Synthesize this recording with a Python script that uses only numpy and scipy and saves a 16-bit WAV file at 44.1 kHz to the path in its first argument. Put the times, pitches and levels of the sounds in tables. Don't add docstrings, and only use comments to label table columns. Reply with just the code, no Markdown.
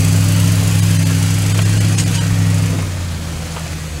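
import sys
import numpy as np
from scipy import signal
from scipy.fft import rfft, irfft
from scipy.io import wavfile
from scipy.ndimage import uniform_filter1d

SR = 44100
rng = np.random.default_rng(int(sys.argv[2]) if len(sys.argv) > 2 else 0)


def log_audio(samples):
    frames = np.atleast_2d(samples).T
    limited = np.clip(frames, -1, 1)
    pcm = np.round(limited * 32767).astype(np.int16)
    wavfile.write(sys.argv[1], SR, pcm)


N = 176400
TIME = np.arange(N) / SR
FREQS = np.fft.rfftfreq(N, 1 / SR)

# (time [s], depth [0-1])
RUSH_DIPS = [(.813, .82), (.983, .8), (1.046, .88), (1.537, .9), (1.643, .84), (1.795, .84), (1.963, .82),
             (2.05, .84), (2.199, .82)]


def exhaust(cycles):
    # (time [s], throttle [0-1])
    pedal = [(0, 0.76), (2.6, 1), (2.78, 0.45), (2.92, 0.63), (3.25, 0.12), (4, 0)]
    # (pitch [multiple of the cycle rate], level under load [dB], level coasting [dB])
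    tones = [(3.03, -42, -27), (4.97, -21.5, -20), (7.06, -20, -24), (8, 0.5, 1.5), (8.99, -31, -21),
             (9.98, -36, -11), (11, -12, -25), (12, -26, -19), (13, -12, -14.5), (14, -32, -21),
             (15, -30.5, -22), (15.95, -34.5, -5.5), (16.82, -32.5, -22), (19, -29.5, -34),
             (20.05, -33.5, -32), (21.09, -22.5, -17.5), (23, -35.5, -29), (24.08, -27, -34),
             (25.8, -26.5, -32), (29.16, -43, -16.5), (31.88, -34.5, -30)]
    # (time [s], level [dB])
    drone_levels = [(0, -11.5), (.5, -12), (1.1, -13), (1.6, -14), (1.9, -12.5), (2.1, -14.5), (2.42, -13),
                    (2.75, -17.5), (2.92, -21), (3.15, -22), (3.6, -26), (4, -25)]
    firing_order = 8
    throttle, cycle_hz = curve(pedal), np.gradient(cycles, TIME)
    drone, power = 0, 0
    for order, load_db, coast_db in tones:
        gain = amp(coast_db + throttle * (load_db - coast_db) + pipe_db(order * cycle_hz))
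        waver_db = (0.92 if order == firing_order else 1.33) * drift(rate_hz=3.6)
        drone += gain * amp(waver_db) * np.sin(2 * np.pi * (order * cycles + rng.random()))
        power += gain ** 2 / 2
    return amp(curve(drone_levels)) * drone / np.sqrt(power)


def pipe_db(hz):
    # (frequency [Hz], width [Hz], boost [dB])
    pipe_peaks = [(165, 24, 8), (224, 14, 7), (265, 13, 9)]
    return boost_db(hz, pipe_peaks)


def engine_hiss(cycles):
    tick_places = [.02, .555]
    # (frequency [Hz], level [dB])
    hiss_colour = [(150, -19), (350, 0.5), (550, 1), (950, -3.5), (1400, -1.5), (2000, -0.5), (2900, 1),
                   (3750, -6), (4700, -0.5), (5400, -6.5), (6200, -1.5), (8000, -4), (9200, -5.5),
                   (10500, -7), (12500, -11.5), (14500, -19), (16000, -14)]
    # (frequency [Hz], boost [dB])
    tick_tilt = [(500, -16), (2000, -11), (4500, -4), (6500, 0), (12000, 1.5), (16000, 1.5)]
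    # (time [s], level [dB])
    tick_levels = [(0, -4.5), (.6, -6), (1.2, -7), (2.2, -4), (2.6, -2), (3, -18)]
    # (time [s], level [dB])
    hiss_levels = [(0, -26.5), (.55, -26), (1.1, -26), (1.5, -27.5), (1.9, -27.5), (2.2, -28.5),
                   (2.4, -34.5), (2.68, -32), (2.9, -39.5), (4, -35.5)]
    # (time [s], boost [dB])
    treble_levels = [(0, 2), (.6, 1.5), (1.2, -0.5), (2, -4.5), (2.7, -3.5)]
    tick_spread_db, treble_hz = 2.2, 10800
    puffs, cycle_s = np.zeros(N), np.gradient(TIME, cycles)
    for place in tick_places:
        count = cycles - place + 1
        strength = amp(tick_spread_db * rng.standard_normal(size=100))[count.astype(int)]
        puffs += strength * strike(count % 1 * cycle_s, rise_s=0.004, decay_s=0.009)
    hiss = noise(hiss_colour, well_db())
    tick_noise = noise(hiss_colour, well_db() + spectrum(tick_tilt))
    hiss += amp(curve(tick_levels)) * unit(puffs) * tick_noise
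    lower = irfft(rfft(hiss) / (1 + (FREQS / treble_hz) ** 8), N)
    treble = hiss - lower
    return amp(curve(hiss_levels)) * (lower + amp(curve(treble_levels)) * treble)


def tyre():
    # (frequency [Hz], level [dB])
    tread_colour = [(190, -26), (330, -6), (388, -20), (470, -2), (510, -4), (704, -8), (800, -10),
                    (1650, -10), (2390, -11.5), (2810, -12.5), (7630, -16), (15500, -31.5)]
    # (time [s], level [dB])
    tyre_levels = [(0, -30.5), (1.2, -31.5), (2.2, -29.5), (2.75, -30), (3, -32), (3.3, -32), (3.6, -30.5),
                   (3.8, -32.5), (4, -35)]
    rush = noise(tread_colour, 0.78 * well_db()) * amp(0.79 * drift(rate_hz=30))
    return amp(curve(tyre_levels)) * (rush + amp(-9) * grit())


def grit(pitches=14, grains_per_s=600, spread_db=5):
    # (frequency [Hz], level [dB])
    grit_colour = [(200, -1), (500, 6.5), (1300, 1.5), (3000, -12.5), (7000, -5), (11000, -10),
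                   (16000, -32)]
    crackle = np.zeros(N)
    for hz in np.geomspace(450, 11000, pitches):
        sizes = amp(spread_db * np.minimum(rng.exponential(1, N), 4.5))
        crushed = rng.random(N) < grains_per_s / pitches / SR
        hits = sizes * crushed * rng.choice([-1, 1], N)
        vibrations = hz * TIME[:SR // 40]
        pop = np.sin(2 * np.pi * vibrations) * np.exp(-vibrations / 1.4)
        crackle += unit(signal.oaconvolve(hits, pop)[:N]) * np.sqrt(hz)
    return colour(crackle, grit_colour)


def well_db():
    # (frequency [Hz], width [Hz], boost [dB])
    well_peaks = [(2320, 65, 3), (2670, 41, 1.5), (3280, 41, 3), (4726, 90, -2), (6100, 61, 4),
                  (6400, 120, 0), (7882, 110, 3), (9880, 310, 3)]
    return boost_db(FREQS, well_peaks)


def rumble():
    # (frequency [Hz], level [dB])
    rumble_colour = [(10, -26), (22, -13), (36, 2.5), (55, -8), (90, -2), (150, -2.5), (210, -13),
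                     (300, -10.5), (420, -19), (800, -45)]
    # (time [s], level [dB])
    rumble_levels = [(0, -33), (.6, -28.5), (1, -37), (1.5, -28), (1.75, -27), (2.2, -28), (2.6, -28),
                     (3, -30), (3.5, -32.5), (4, -29.5)]
    return amp(curve(rumble_levels) + 1.8 * drift(rate_hz=5.6)) * noise(rumble_colour)


def stones(ring_delay_s=0.00149):
    # (time [s], level [dB], decay [s])
    hits = [(1.589, -12.5, 0.0054), (2.786, -26.5, 0.016), (3.563, -25, 0.025)]
    # (frequency [Hz], level [dB])
    crunch_colour = [(100, -20), (300, -4), (700, 3), (1000, 3.5), (1280, 1), (1800, -4), (2600, -5),
                     (4000, -12), (8000, -30), (16000, -48)]
    # (frequency [Hz], relative level [dB], decay [s])
    ring_tones = [(660, -6.5, 0.01), (983, -8.5, .006), (1320, -5.5, 0.011), (2530, -8, 0.0043),
                  (3080, 3, .003)]
    crunch, ring = 0, 0
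    for start, db, decay_s in hits:
        crunch += amp(db) * strike(since(start), rise_s=0.0012, decay_s=decay_s)
        age = since(start + ring_delay_s)
        for hz, tone_db, ring_s in ring_tones:
            ring += amp(db + tone_db) * np.sin(2 * np.pi * hz * age) * np.exp(-age / ring_s)
    return crunch * noise(crunch_colour) + amp(-6) * ring


def sprays():
    # (time [s], length before fading [s], level [dB])
    bursts = [(1.976, 0.027, -17.5), (2.137, 0.019, -22.5)]
    # (frequency [Hz], level [dB])
    spray_colour = [(500, -17), (2000, -7.5), (3050, 1), (3900, -4.5), (5200, 0.5), (6100, -4), (6780, 7),
                    (7400, -10), (8200, 3), (8800, 1.5), (9800, -10), (16000, -28)]
    level = 0
    for start, length, db in bursts:
        level += amp(db) * strike(since(start), rise_s=0.0096, decay_s=0.014, fade_after_s=length)
    return level * noise(spray_colour) * amp(0.63 * drift(rate_hz=480))


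def bump():
    # (frequency [Hz], level [dB])
    thud_colour = [(100, -20), (230, 0), (400, -1), (600, -12), (1500, -32), (4000, -55)]
    return amp(-20) * strike(since(2.728), rise_s=0.0066, decay_s=0.019) * noise(thud_colour)


def panel(start_s=2.15, swell_s=0.045):
    # (frequency [Hz], level [dB])
    tones = [(930, -28), (2930, -27), (3110, -28), (4830, -30.5)]
    level = strike(since(start_s), rise_s=swell_s, decay_s=0.012, fade_after_s=swell_s)
    return level * sum(amp(db) * np.sin(2 * np.pi * (hz * since(start_s) + rng.random()))
                       for hz, db in tones)


def glassy_tones(count=7, half_width_s=0.014):
    out, edges_hz = np.zeros(N), np.linspace(700, 10000, count + 1)
    for centre_s, _ in RUSH_DIPS:
        near = abs(TIME - centre_s) < 3 * half_width_s
        offset_s = TIME[near] - centre_s
        pitches = rng.uniform(edges_hz[:-1], edges_hz[1:])
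        tones = sum(np.sin(2 * np.pi * (hz * offset_s + rng.random())) for hz in pitches)
        out[near] += np.exp(-(offset_s / half_width_s) ** 2) * tones
    return amp(-34.5) * out


def dipped(rush, half_width_s=0.009):
    # (frequency [Hz], share of the depth [0-1])
    reach = [(150, 0), (500, .85), (2000, .95), (7000, .95), (12000, 1)]
    depth = sum(peak * np.exp(-abs((TIME - at) / half_width_s) ** 3) for at, peak in RUSH_DIPS)
    return rush - np.clip(depth, 0, 0.92) * irfft(rfft(rush) * spectrum(reach), N)


def shimmer(hiss, depth_db=2.3, width_hz=50, linger_s=0.24):
    frames = dict(fs=SR, nperseg=2048, noverlap=1536)
    hz, times, bands = signal.stft(hiss, **frames)
    wander = uniform_filter1d(rng.standard_normal(bands.shape), round(width_hz / hz[1]), axis=0)
    wander = unit(uniform_filter1d(wander, round(linger_s / times[1]), axis=1))
    return signal.istft(bands * unit(amp(depth_db * wander)), **frames)[1][:N]


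def amp(db):
    return 10 ** (np.asarray(db) / 20)


def unit(x):
    return x / np.sqrt(np.mean(x ** 2) + 1e-20)


def since(start_s):
    return np.maximum(TIME - start_s, 0)


def strike(age, rise_s, decay_s, fade_after_s=0):
    return np.minimum(age / rise_s, 1) * np.exp(-np.maximum(age - fade_after_s, 0) / decay_s)


def curve(points):
    return np.interp(TIME, *np.transpose(points))


def spectrum(points):
    hz, value = np.transpose(points)
    return np.interp(np.log(FREQS + 1), np.log(hz), value)


def boost_db(hz, peaks):
    return sum(db / (1 + (2 * (hz - centre) / width) ** 2) for centre, width, db in peaks)


def colour(x, points, lift_db=0):
    return unit(irfft(rfft(x) * amp(spectrum(points) + lift_db), N))


def noise(points, lift_db=0):
    return colour(rng.standard_normal(N), points, lift_db)


def drift(rate_hz):
    return unit(irfft(rfft(rng.standard_normal(N)) * np.exp(-(FREQS / rate_hz) ** 2) * (FREQS > 0), N))


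def scene():
    # (time [s], crank speed [turns per minute])
    revs = [(0.0, 1505.4), (0.2, 1518.6), (0.5, 1540.9), (0.85, 1528.6), (1.15, 1511.4), (1.45, 1535.7),
            (1.75, 1567.7), (2.1, 1564.8), (2.45, 1529.1), (2.72, 1511.8), (2.85, 1429.9), (3.0, 1336.2),
            (3.3, 1227.8), (3.6, 1213.4), (3.85, 1188.2), (4.0, 1118.8)]
    cycles = np.cumsum(curve(revs)) / 120 / SR
    rush = shimmer(engine_hiss(cycles) + tyre()) + stones() + sprays()
    return (exhaust(cycles) + rumble() + dipped(rush) + glassy_tones() + panel() + bump())[None]


def record(dry, cutoff_hz=15780):
    low_pass = signal.firwin(1023, cutoff_hz, window=("kaiser", 9), fs=SR)
    return signal.oaconvolve(dry, low_pass[None], "same")


dry = scene()
out = record(dry)
log_audio(out)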